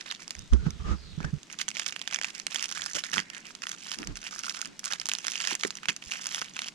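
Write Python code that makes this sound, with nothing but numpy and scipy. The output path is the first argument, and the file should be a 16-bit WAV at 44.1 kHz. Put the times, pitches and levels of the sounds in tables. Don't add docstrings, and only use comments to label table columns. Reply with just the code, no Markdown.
import sys
import numpy as np
from scipy import signal
from scipy.fft import rfft, irfft, next_fast_len
from scipy.io import wavfile
from scipy.ndimage import uniform_filter1d

SR = 44100
rng = np.random.default_rng(int(sys.argv[2]) if len(sys.argv) > 2 else 0)


def transcribe(u):
    v = np.clip(np.atleast_2d(u).T, -1, 1)
    q = np.round(v * 32767).astype(np.int16)
    wavfile.write(sys.argv[1], SR, q)


N = 297542
TIME = np.arange(N) / SR

# t/s, relative energy level/dB, facet resonance f/Hz
FACET_SNAPS = [(0.0106, -15, 2760), (0.0817, -18, 3160), (0.1129, -3.5, 4230), (0.123, -8.5, 2830.0),
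               (0.2791, -10, 4970), (0.3073, -4, 5070), (0.3514, -12, 2730), (0.392, -12, 6050),
               (0.5343, -10, 4570), (0.666, -12.5, 1300), (0.7059, -11.5, 5530), (1.204, -12, 1280),
               (1.2292, -16, 1350), (1.245, -9.5, 1180), (1.4316, -18.5, 4370), (1.5, -15.5, 3270),
               (1.527, -12, 5200), (1.5957, -12, 3640.0), (1.6142, 1.5, 4000), (1.682, -3, 3700),
               (1.6873, 1, 5550), (1.7038, -11.5, 4400), (1.7143, -10, 2900), (1.7689, -2.5, 2650),
               (1.7961, 2, 4030), (1.8628, 0.5, 3300), (1.9241, -7, 3220), (1.9628, -5.5, 3060),
               (1.9934, -12.5, 4700), (2.0155, -4, 3540.0), (2.0759, -1.5, 3200), (2.1115, -9.0, 3250),
               (2.1263, -5, 2380), (2.1336, -6.5, 5220.0), (2.1447, 3, 5220.0), (2.16, -1.5, 3440.0),
               (2.1877, -4.5, 2470), (2.2137, -3.5, 2500), (2.2348, -10, 4810.0), (2.2451, 2.5, 2500),
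               (2.3502, -9.5, 5080.0), (2.3988, -5.5, 4870), (2.4676, 1.5, 4050), (2.509, -15.5, 6170.0),
               (2.5458, -2, 6740), (2.5593, 2.5, 3350.0), (2.5951, -6.5, 3260.0), (2.626, -0.5, 4810.0),
               (2.6412, -2, 4940.0), (2.6565, -4.5, 4940.0), (2.7139, -6, 5680.0), (2.7245, -5.5, 5410),
               (2.7736, -5.5, 2040), (2.8196, -2.5, 4100), (2.8405, -9, 6000.0), (2.8616, -1.5, 4700),
               (2.934, -6.5, 5840.0), (2.96, -8, 4550.0), (2.9684, -6, 3960.0), (3.038, -2.5, 3540.0),
               (3.1163, -9, 4440), (3.1324, -1, 2120), (3.1405, 1.5, 3900), (3.17, -0.5, 1520),
               (3.1809, 6, 2040), (3.1919, 0.5, 2100), (3.2011, -3.5, 3670), (3.301, -9.5, 3800),
               (3.3482, -12, 3230), (3.3668, -12.5, 3150), (3.551, -11, 4400), (3.6206, -8, 3170.0),
               (3.6363, -5.5, 3240), (3.669, -3.5, 3180), (3.6927, -6.5, 5150), (3.7164, -5.5, 5120),
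               (3.917, -3.5, 5100), (3.987, -8, 5680.0), (4.0301, -9.0, 1920.0), (4.0725, -7.5, 5800),
               (4.171, -11.5, 5170), (4.3918, -5, 7400), (4.4674, -11, 1456), (4.4958, -2.5, 4260),
               (4.6156, -1, 6100), (4.6485, -14, 4030), (4.657, -7.5, 5680.0), (4.7931, -8, 5830),
               (4.8422, -8, 4810.0), (4.8507, -6, 7440), (4.857, -2.0, 6400), (4.9234, -1.5, 4600),
               (4.9347, 1, 3800), (4.9988, -2.5, 5080.0), (5.015, -6, 4130), (5.0569, -3, 5900),
               (5.0678, -10, 5520.0), (5.0879, 1, 5840.0), (5.0947, -2, 4400), (5.1163, 1, 3260.0),
               (5.1359, 1.5, 6100), (5.151, -2, 3850.0), (5.1855, -5.0, 4810.0), (5.2495, -7, 3220),
               (5.2682, 0.5, 5160), (5.2817, 1.5, 3870), (5.3, -9, 5250), (5.319, -4, 5080.0),
               (5.3559, -1, 3100), (5.4026, -2, 3170.0), (5.412, -5, 3960.0), (5.4202, -6.5, 4300.0),
               (5.441, -5, 2910.0), (5.4511, -4, 3740.0), (5.4734, 3, 3600), (5.5094, -4.5, 3140),
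               (5.531, -5, 3330), (5.5521, 0, 5940), (5.635, 3, 2830.0), (5.6496, -0.5, 2170),
               (5.674, -9, 7500.0), (5.706, -4, 4500), (5.754, -10, 5520.0), (5.771, -10.5, 4570),
               (5.8324, -12.5, 2400), (5.8564, -5.5, 2560), (5.8853, 3, 2840), (5.8916, 3.5, 3050),
               (5.897, -1.5, 2450), (5.964, -8.5, 5650), (6.024, -14.5, 2640), (6.12, -3, 3050),
               (6.257, -6, 4670.0), (6.2684, -0.5, 5080.0), (6.346, -0.5, 4070.0), (6.4156, -3.5, 3800),
               (6.42, -3.5, 1270), (6.4449, -14, 4300), (6.5654, -6, 2640), (6.591, -1.5, 3130),
               (6.6187, -5, 3220), (6.6844, -6, 4400)]
# f/Hz, relative level/dB
FOIL_SPECTRUM = [(100, 4.5), (300, -4.5), (700, -1), (1000, -1.5), (1450, 1), (2100, -2.5), (3200, -6),
                 (3950, -11), (5000, -6), (6400, -3.5), (7900, -8.5), (9900, -13), (12500, -24.5),
                 (16000, -26.5)]
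# t/s, level/dB
HANDS_PLACE = [(0, -5), (1.5, -7), (3, -7), (4, -5), (5.3, -6), (6, -4.5), (6.7, -1.5)]


def sachet():
    return from_db(-0.5) * snaps() + crackle(middle_db=0.5, treble_db=0.5) * loading()


def snaps():
    out = np.zeros(N + SR)
    forces = buckle(len(FACET_SNAPS), flutter=0.26)
    rings = np.array([facet(force, hz, overtone=0.59, rebound=1.0)
                      for force, (s, db, hz) in zip(forces, FACET_SNAPS)])
    rings = colour(rings, FOIL_SPECTRUM)
    for (s, db, hz), ring in zip(FACET_SNAPS, rings):
        at = max(round(s * SR), 0)
        out[at:at + len(ring)] += from_db(db) * ring / np.linalg.norm(ring)
    return out[:N]


def facet(force, hz, overtone, rebound):
    overtone_hz = hz * 2 ** rng.uniform(-0.814, 1)
    ring = resonate(force, hz, q=1.92) + overtone * resonate(force, overtone_hz, q=8.5)
    strength = rebound * rng.uniform(-0.62, 1)
    delay = rng.integers(8, 36)
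    return ring + strength * np.pad(ring, (delay, 0))[:len(ring)]


def buckle(count, flutter, size=512):
    decay = from_db(-60 * np.arange(size) / SR / 0.008)
    force = flutter * rng.standard_normal((count, size)) * decay
    force[:, 0] += 1
    return force


def crackle(middle_db, treble_db):
    # start t/s, length/s, relative level/dB, treble over middle level/dB,
    # swell from start to end level/dB, resonance of the stretch of foil f/Hz
    grips = [(0.0, 0.013, -38.5, -2, -1.5, 3880), (0.055, 0.1, -41, -9, -6.0, 3800),
             (0.186, 0.04, -45.5, 1, 9, 2150), (0.25, 0.18, -53, 6, 1, 2720),
             (1.494, 0.041, -45.5, -3, 9.5, 2180), (1.583, 0.028, -32.0, 2, -0.5, 2730),
             (1.741, 0.1, -36.5, -2, -0.5, 3300), (1.858, 0.032, -33.5, 4, 2.0, 3880),
             (1.915, 0.15, -48.5, -1.5, -3.5, 2700), (2.068, 0.082, -42, -6, 18.5, 2360),
             (2.209, 0.094, -38, 6, -4, 1980), (2.328, 0.077, -42, 3.5, 3.5, 2130),
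             (2.497, 0.15, -35.5, 3.0, 4, 2660), (2.68, 0.043, -36.5, 3, -0.5, 1630),
             (2.743, 0.147, -36.5, 2.5, -3.5, 1650), (2.89, 0.056, -41.5, 3.0, -5.5, 1760),
             (2.943, 0.053, -29.5, 3.5, -2.5, 2960), (3.039, 0.08, -40, 0, -13, 1820),
             (3.124, 0.084, -31.5, 1.5, -7.5, 1630), (3.33, 0.064, -42, -2, -2, 1740),
             (3.442, 0.065, -43, -0.5, 0, 2420), (3.626, 0.0096, -38, -6, 5.5, 1310),
             (3.661, 0.079, -41.5, 3, 3.5, 1310), (3.771, 0.17, -41, 2.5, 15.0, 3050),
             (3.982, 0.055, -46.5, 9, 9, 1310), (4.153, 0.024, -38, 2.5, -8.0, 1410),
             (4.203, 0.074, -39.5, -1.5, 9.5, 2870), (4.304, 0.097, -39, 2.5, 1.5, 1300),
             (4.427, 0.085, -34.5, 3.5, -1.5, 1370), (4.537, 0.13, -39.5, 0, -9, 1360),
             (4.828, 0.055, -38.5, 1.5, 7, 1420), (4.9, 0.052, -33.5, -5, -6, 1630),
             (4.98, 0.05, -47.5, 4, 2, 1920), (5.047, 0.2, -44, 3, -1, 2800),
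             (5.23, 0.13, -38.0, 2, 5, 3520), (5.361, 0.165, -33, -2, 11, 2840),
             (5.591, 0.086, -38.5, 7, -4, 3480), (5.69, 0.1, -51.5, -4, 11, 1920),
             (5.827, 0.019, -39.5, -11, -6.5, 2880), (5.88, 0.011, -29.0, -2.5, 7.5, 2460),
             (6.012, 0.087, -45, 4.5, 7, 2660), (6.107, 0.085, -35, -3.5, -7.5, 2770),
             (6.204, 0.1, -38.5, 7, 0.5, 3300), (6.307, 0.081, -35.5, -0.5, 5.5, 3340),
             (6.408, 0.099, -44.5, -3, -6, 3880), (6.532, 0.14, -41, -3, 8.5, 3150)]
    held_db = -58.5
    grains_per_s, rate_exponent = 560, 0.45
    panel_q, panel_db = 5.3, 5.5

    loose = from_db(held_db) ** 2 + avalanches()
    power = loose.copy()
    for start, length, db, bright_db, swell_db, hz in grips:
        span, envelope = squeeze(start, length, swell_db)
        power[span] += (from_db(db) * envelope) ** 2
    rate = grains_per_s * (power / np.mean(power)) ** rate_exponent

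    middle = grains(rate, 1510, 4550, spread_db=7.0)
    treble = grains(rate, 4060, 6270, spread_db=6.5)
    out = np.sqrt(loose) * grains(rate, 2170, 6300, spread_db=5.0)
    for start, length, db, bright_db, swell_db, hz in grips:
        span, envelope = squeeze(start, length, swell_db)
        panel = middle[span] + from_db(panel_db) * resonate(middle[span], hz, panel_q)
        panel *= np.std(middle[span]) / (np.std(panel) + 1e-12)
        tilt = from_db(bright_db)
        mix = from_db(db + middle_db) * panel + from_db(db + treble_db) * tilt * treble[span]
        out[span] += envelope * mix / np.hypot(1, tilt)
    return out


def squeeze(start, length, swell_db):
    grip_s, let_go_t60_s = 0.0068, 0.11
    span = slice(*np.searchsorted(TIME, [start, start + length + let_go_t60_s]))
    t = TIME[span] - start
    hold_db = swell_db * (np.minimum(t / length, 1) - 0.5)
    release_db = -60 * np.maximum(t - length, 0) / let_go_t60_s
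    return span, np.minimum(t / grip_s, 1) * from_db(hold_db + release_db)


def grains(per_s, low_hz, high_hz, spread_db, count=160):
    pitches = np.geomspace(low_hz, high_hz, count)
    forces = buckle(count, flutter=0.23)
    rings = np.array([facet(force, hz, overtone=1.0, rebound=0.53) for force, hz in zip(forces, pitches)])
    rings /= np.linalg.norm(rings, axis=1, keepdims=True)

    born = np.flatnonzero(rng.random(N) < per_s / SR)
    sizes = from_db(spread_db * np.minimum(rng.exponential(1, N), 3.2))
    sizes *= rng.choice([-1, 1], N)
    chosen = rng.integers(0, count, N)[born]
    flips = sizes[born, None] * rings[chosen]
    places = born[:, None] + np.arange(rings.shape[1])
    out = np.bincount(places.ravel(), flips.ravel(), N)[:N]

    out = rms_one(colour(out, FOIL_SPECTRUM))
    power = uniform_filter1d(uniform_filter1d(out ** 2, size=1100), size=1100)
    return out / np.sqrt(np.abs(power) + 0.0071)


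def avalanches():
    level_db, decay_s = -33.5, 0.004
    power = np.zeros(N)
    for s, db, hz in FACET_SNAPS:
        after = slice(*np.searchsorted(TIME, [s, s + 0.05]))
        power[after] += from_db(db + level_db) ** 2 * np.exp((s - TIME[after]) / decay_s)
    return power


def loading():
    lull_db, lull_s = -0.5, 0.016
    starts = np.sort([s for s, db, hz in FACET_SNAPS] + [2 * TIME[-1]])
    wait = starts[np.searchsorted(starts, TIME)] - TIME
    return from_db(lull_db * np.exp(-(wait / lull_s) ** 2))


def knocks(scuff_t60):
    # t/s, level/dB, mode f/Hz, scuff relative to the mode level/dB
    contacts = [(0.514, -4.5, 60.2, -20.5), (.661, -11.5, 154, -19.5), (0.898, -14, 68.5, -14.5),
                (1.173, -19.5, 154, -27), (1.200, -27, 180, -14), (1.241, -19.5, 148, -21),
                (1.328, -15.5, 145.5, -32), (3.176, -34.5, 152, -1.5), (4.082, -30.5, 106, -20),
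                (4.085, -33, 41.2, -30), (5.521, -29, 342, -12), (5.648, -18.5, 400, -15),
                (5.885, -35.5, 168, -1.5)]
    # f/Hz, relative level/dB
    scuff_spectrum = [(40, -48), (100, -13), (200, 5), (420, -4), (700, -22), (1400, -12), (2400, -36),
                      (6000, -28.5), (12000, -59)]
    rise_cycles, ring_cycles = 1.14, 11.1
    out, scuff = np.zeros(N), noise(scuff_spectrum)
    for s, db, hz, scuff_db in contacts:
        rise, t60 = rise_cycles / hz, ring_cycles / hz
        span = (TIME >= s) & (TIME < s + 0.5)
        t = TIME[span] - s
        swell = np.minimum(t / rise, 1) ** 2
        after = np.maximum(t - rise, 0)
        mode = np.sin(2 * np.pi * hz * t) * from_db(-60 * after / t60)
        contact = scuff[span] * from_db(scuff_db - 60 * after / scuff_t60)
        out[span] += from_db(db) * swell * (mode + contact)
    return out


def rubbing(q, body_db):
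    # t/s, length/s, rumble level/dB (right port),
    # friction relative level/dB, hollow f/Hz
    drags = [(0.35, 0.14, -44, -72, 305), (0.573, 0.14, -33, -53, 1440), (0.653, 0.025, -42, -44.5, 1440),
             (0.679, 0.11, -39.5, -61, 1290), (0.791, 0.045, -36.5, -52.5, 1190),
             (0.83, 0.14, -29.5, -41.5, 1230), (0.942, 0.3, -45.5, -66.5, 1310),
             (1.183, 0.14, -39, -49, 1700), (1.239, 0.016, -47, -40, 1590), (1.319, 0.07, -38, -70, 1500),
             (2.752, 0.13, -63, -67, 302), (2.944, 0.041, -79, -42, 568), (3.132, .08, -62, -45, 198),
             (3.964, 0.087, -56, -45.5, 291), (4.04, .11, -39, -48.5, 279), (4.629, 0.14, -82, -57, 282),
             (6.062, 0.026, -52, -75, 300)]
    # f/Hz, relative level/dB
    rumble_spectrum = [(15, -14), (35, 4), (70, 5.5), (120, -4.5), (185, 0), (280, -27.5), (450, -19.5),
                       (1000, -83)]
    # f/Hz, relative level/dB
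    friction_spectrum = [(100, -4), (200, 10), (410, 3), (600, -6.5), (900, -6.5), (1600, -6), (2200, -10),
                         (6500, -17), (14000, -55)]
    out = np.zeros((2, N))
    rumble = np.array([noise(rumble_spectrum), noise(rumble_spectrum)])
    rumble *= from_db([[-9], [0]])
    body = np.array([noise(friction_spectrum), noise(friction_spectrum)])
    for s, length, rumble_db, friction_db, hz in drags:
        span = (TIME >= s) & (TIME < s + length)
        stroke = np.sqrt(2) * np.sin(np.pi * ((TIME[span] - s) / length) ** 0.97)
        white = rng.standard_normal((2, SR // 2))
        hollow = rms_one(resonate(resonate(white, hz, q), hz, q))
        hollow = hollow[:, -len(stroke):]
        friction = (hollow + from_db(body_db) * body[:, span]) / np.sqrt(2)
        out[:, span] += stroke * (from_db(rumble_db) * rumble[:, span] + from_db(friction_db) * friction)
    return out


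def swishes():
    # t/s, length/s,
    # start f/Hz, end f/Hz, width f/Hz, relative level/dB
    slides = [(0.101, 0.015, 4280, 3440, 600, -32), (0.367, 0.12, 3660, 3730, 120, -57),
              (0.579, 0.33, 4400, 2820, 600, -59.5), (0.937, 0.29, 5100, 3380, 800, -55),
              (1.48, 0.9, 2250, 2247, 500, -60), (3.19, 0.27, 1896, 2354, 795, -55.5),
              (5.241, 0.34, 2080, 2930, 1200, -61)]
    out = np.zeros((2, N))
    for s, length, from_hz, to_hz, width, db in slides:
        along = np.clip((TIME - s) / length, 0, 1)
        lowpass = signal.butter(2, width / 2, fs=SR, output="sos")
        band = rms_one(signal.sosfilt(lowpass, rng.standard_normal((2, N))))
        phase = 2 * np.pi * np.cumsum(from_hz * (to_hz / from_hz) ** along) / SR
        swell = np.sqrt(2 * np.abs(np.sin(np.pi * along)))
        out += from_db(db) * swell * band * np.cos(phase)
    return out


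def reflections(x, delay, t60, level_db):
    t = TIME[:SR // 2]
    tail = rng.standard_normal((2, len(t))) * (t > delay) * from_db(-60 * t / t60)
    tail /= np.linalg.norm(tail, axis=1, keepdims=True)
    return from_db(level_db) * signal.oaconvolve(x[None], tail, axes=1)[:, :N]


def air(alike):
    # f/Hz, relative level/dB
    air_spectrum = [(25, -12), (90, -19.5), (130, -6), (190, 1), (300, -5), (500, -13.5), (1000, -15.5),
                    (2500, -14), (6000, -16), (8000, -21.5), (11000, -37), (16000, -51)]
    alike = np.clip(alike, 0, 1)
    own = np.array([noise(air_spectrum), noise(air_spectrum)])
    return from_db(-55.5) * (np.sqrt(alike) * noise(air_spectrum) + np.sqrt(1 - alike) * own)


def ports(x):
    # f/Hz, phase lead/rad
    phase_lead = [(20, -7.5), (340, 1.5), (860, 1.5), (1600, 2.0), (2400, 1.47), (4000, -0.15), (5000, -2),
                  (6600, -1.5), (9000, -3), (16000, -5.5)]
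    # f/Hz, level/dB
    shade = [(50, -5), (180, -9.5), (400, 0.5), (1300, -3.5), (2500, -4), (5000, -9), (7000, 1),
             (10000, -1), (16000, -13)]
    size = next_fast_len(N + SR // 10)
    hz = np.fft.rfftfreq(size, 1 / SR)
    response = from_db(at_hz(shade, hz)) * np.exp(1j * at_hz(phase_lead, hz))
    left = irfft(rfft(x, size) * response, size)[:N]
    return np.array([left * from_db(in_time(HANDS_PLACE)[0]), x])


def from_db(db):
    return 10 ** (np.asarray(db) / 20)


def rms_one(x):
    return x / np.sqrt(np.mean(x ** 2) + 1e-20)


def in_time(rows):
    s, *columns = np.transpose(rows)
    return [np.interp(TIME, s, c) for c in columns]


def at_hz(points, hz):
    f, value = np.transpose(points)
    return np.interp(np.log(np.maximum(hz, 1)), np.log(f), value)


def colour(x, spectrum):
    n = x.shape[-1]
    size = 2 * next_fast_len(n // 2 + 1)
    gain = from_db(at_hz(spectrum, np.fft.rfftfreq(size, 1 / SR)))
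    cepstrum = irfft(np.log(gain))
    cepstrum[1:size // 2] *= 2
    cepstrum[size // 2 + 1:] = 0
    return irfft(rfft(x, size) * np.exp(rfft(cepstrum)), size)[..., :n]


def noise(spectrum):
    return rms_one(colour(rng.standard_normal(N), spectrum))


def resonate(x, hz, q):
    hz = min(hz, SR / 4)
    return signal.lfilter(*signal.iirpeak(hz, max(q, 1), fs=SR), x + 1e-18)


def scene():
    # f/Hz, relative level/dB
    sideways = [(500, -32), (1500, -13), (3000, -6), (6000, -13.5), (10000, 3.5), (16000, 0.5)]
    foil = sachet()
    direct = ports(foil + knocks(scuff_t60=0.13))
    direct[0] += from_db(in_time(HANDS_PLACE)[0]) * colour(sachet(), sideways)
    porch = reflections(foil, delay=0.0063, t60=0.19, level_db=-24)
    sliding = swishes() * from_db([[-3], [2]])
    return direct + porch + rubbing(q=7.6, body_db=2.5) + sliding + air(alike=0.6)


def record(dry):
    lowpass = signal.ellip(10, 0.1, 80, 16300, fs=SR, output="sos")
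    return signal.sosfilt(lowpass, dry)


dry = scene()
out = record(dry)
transcribe(out)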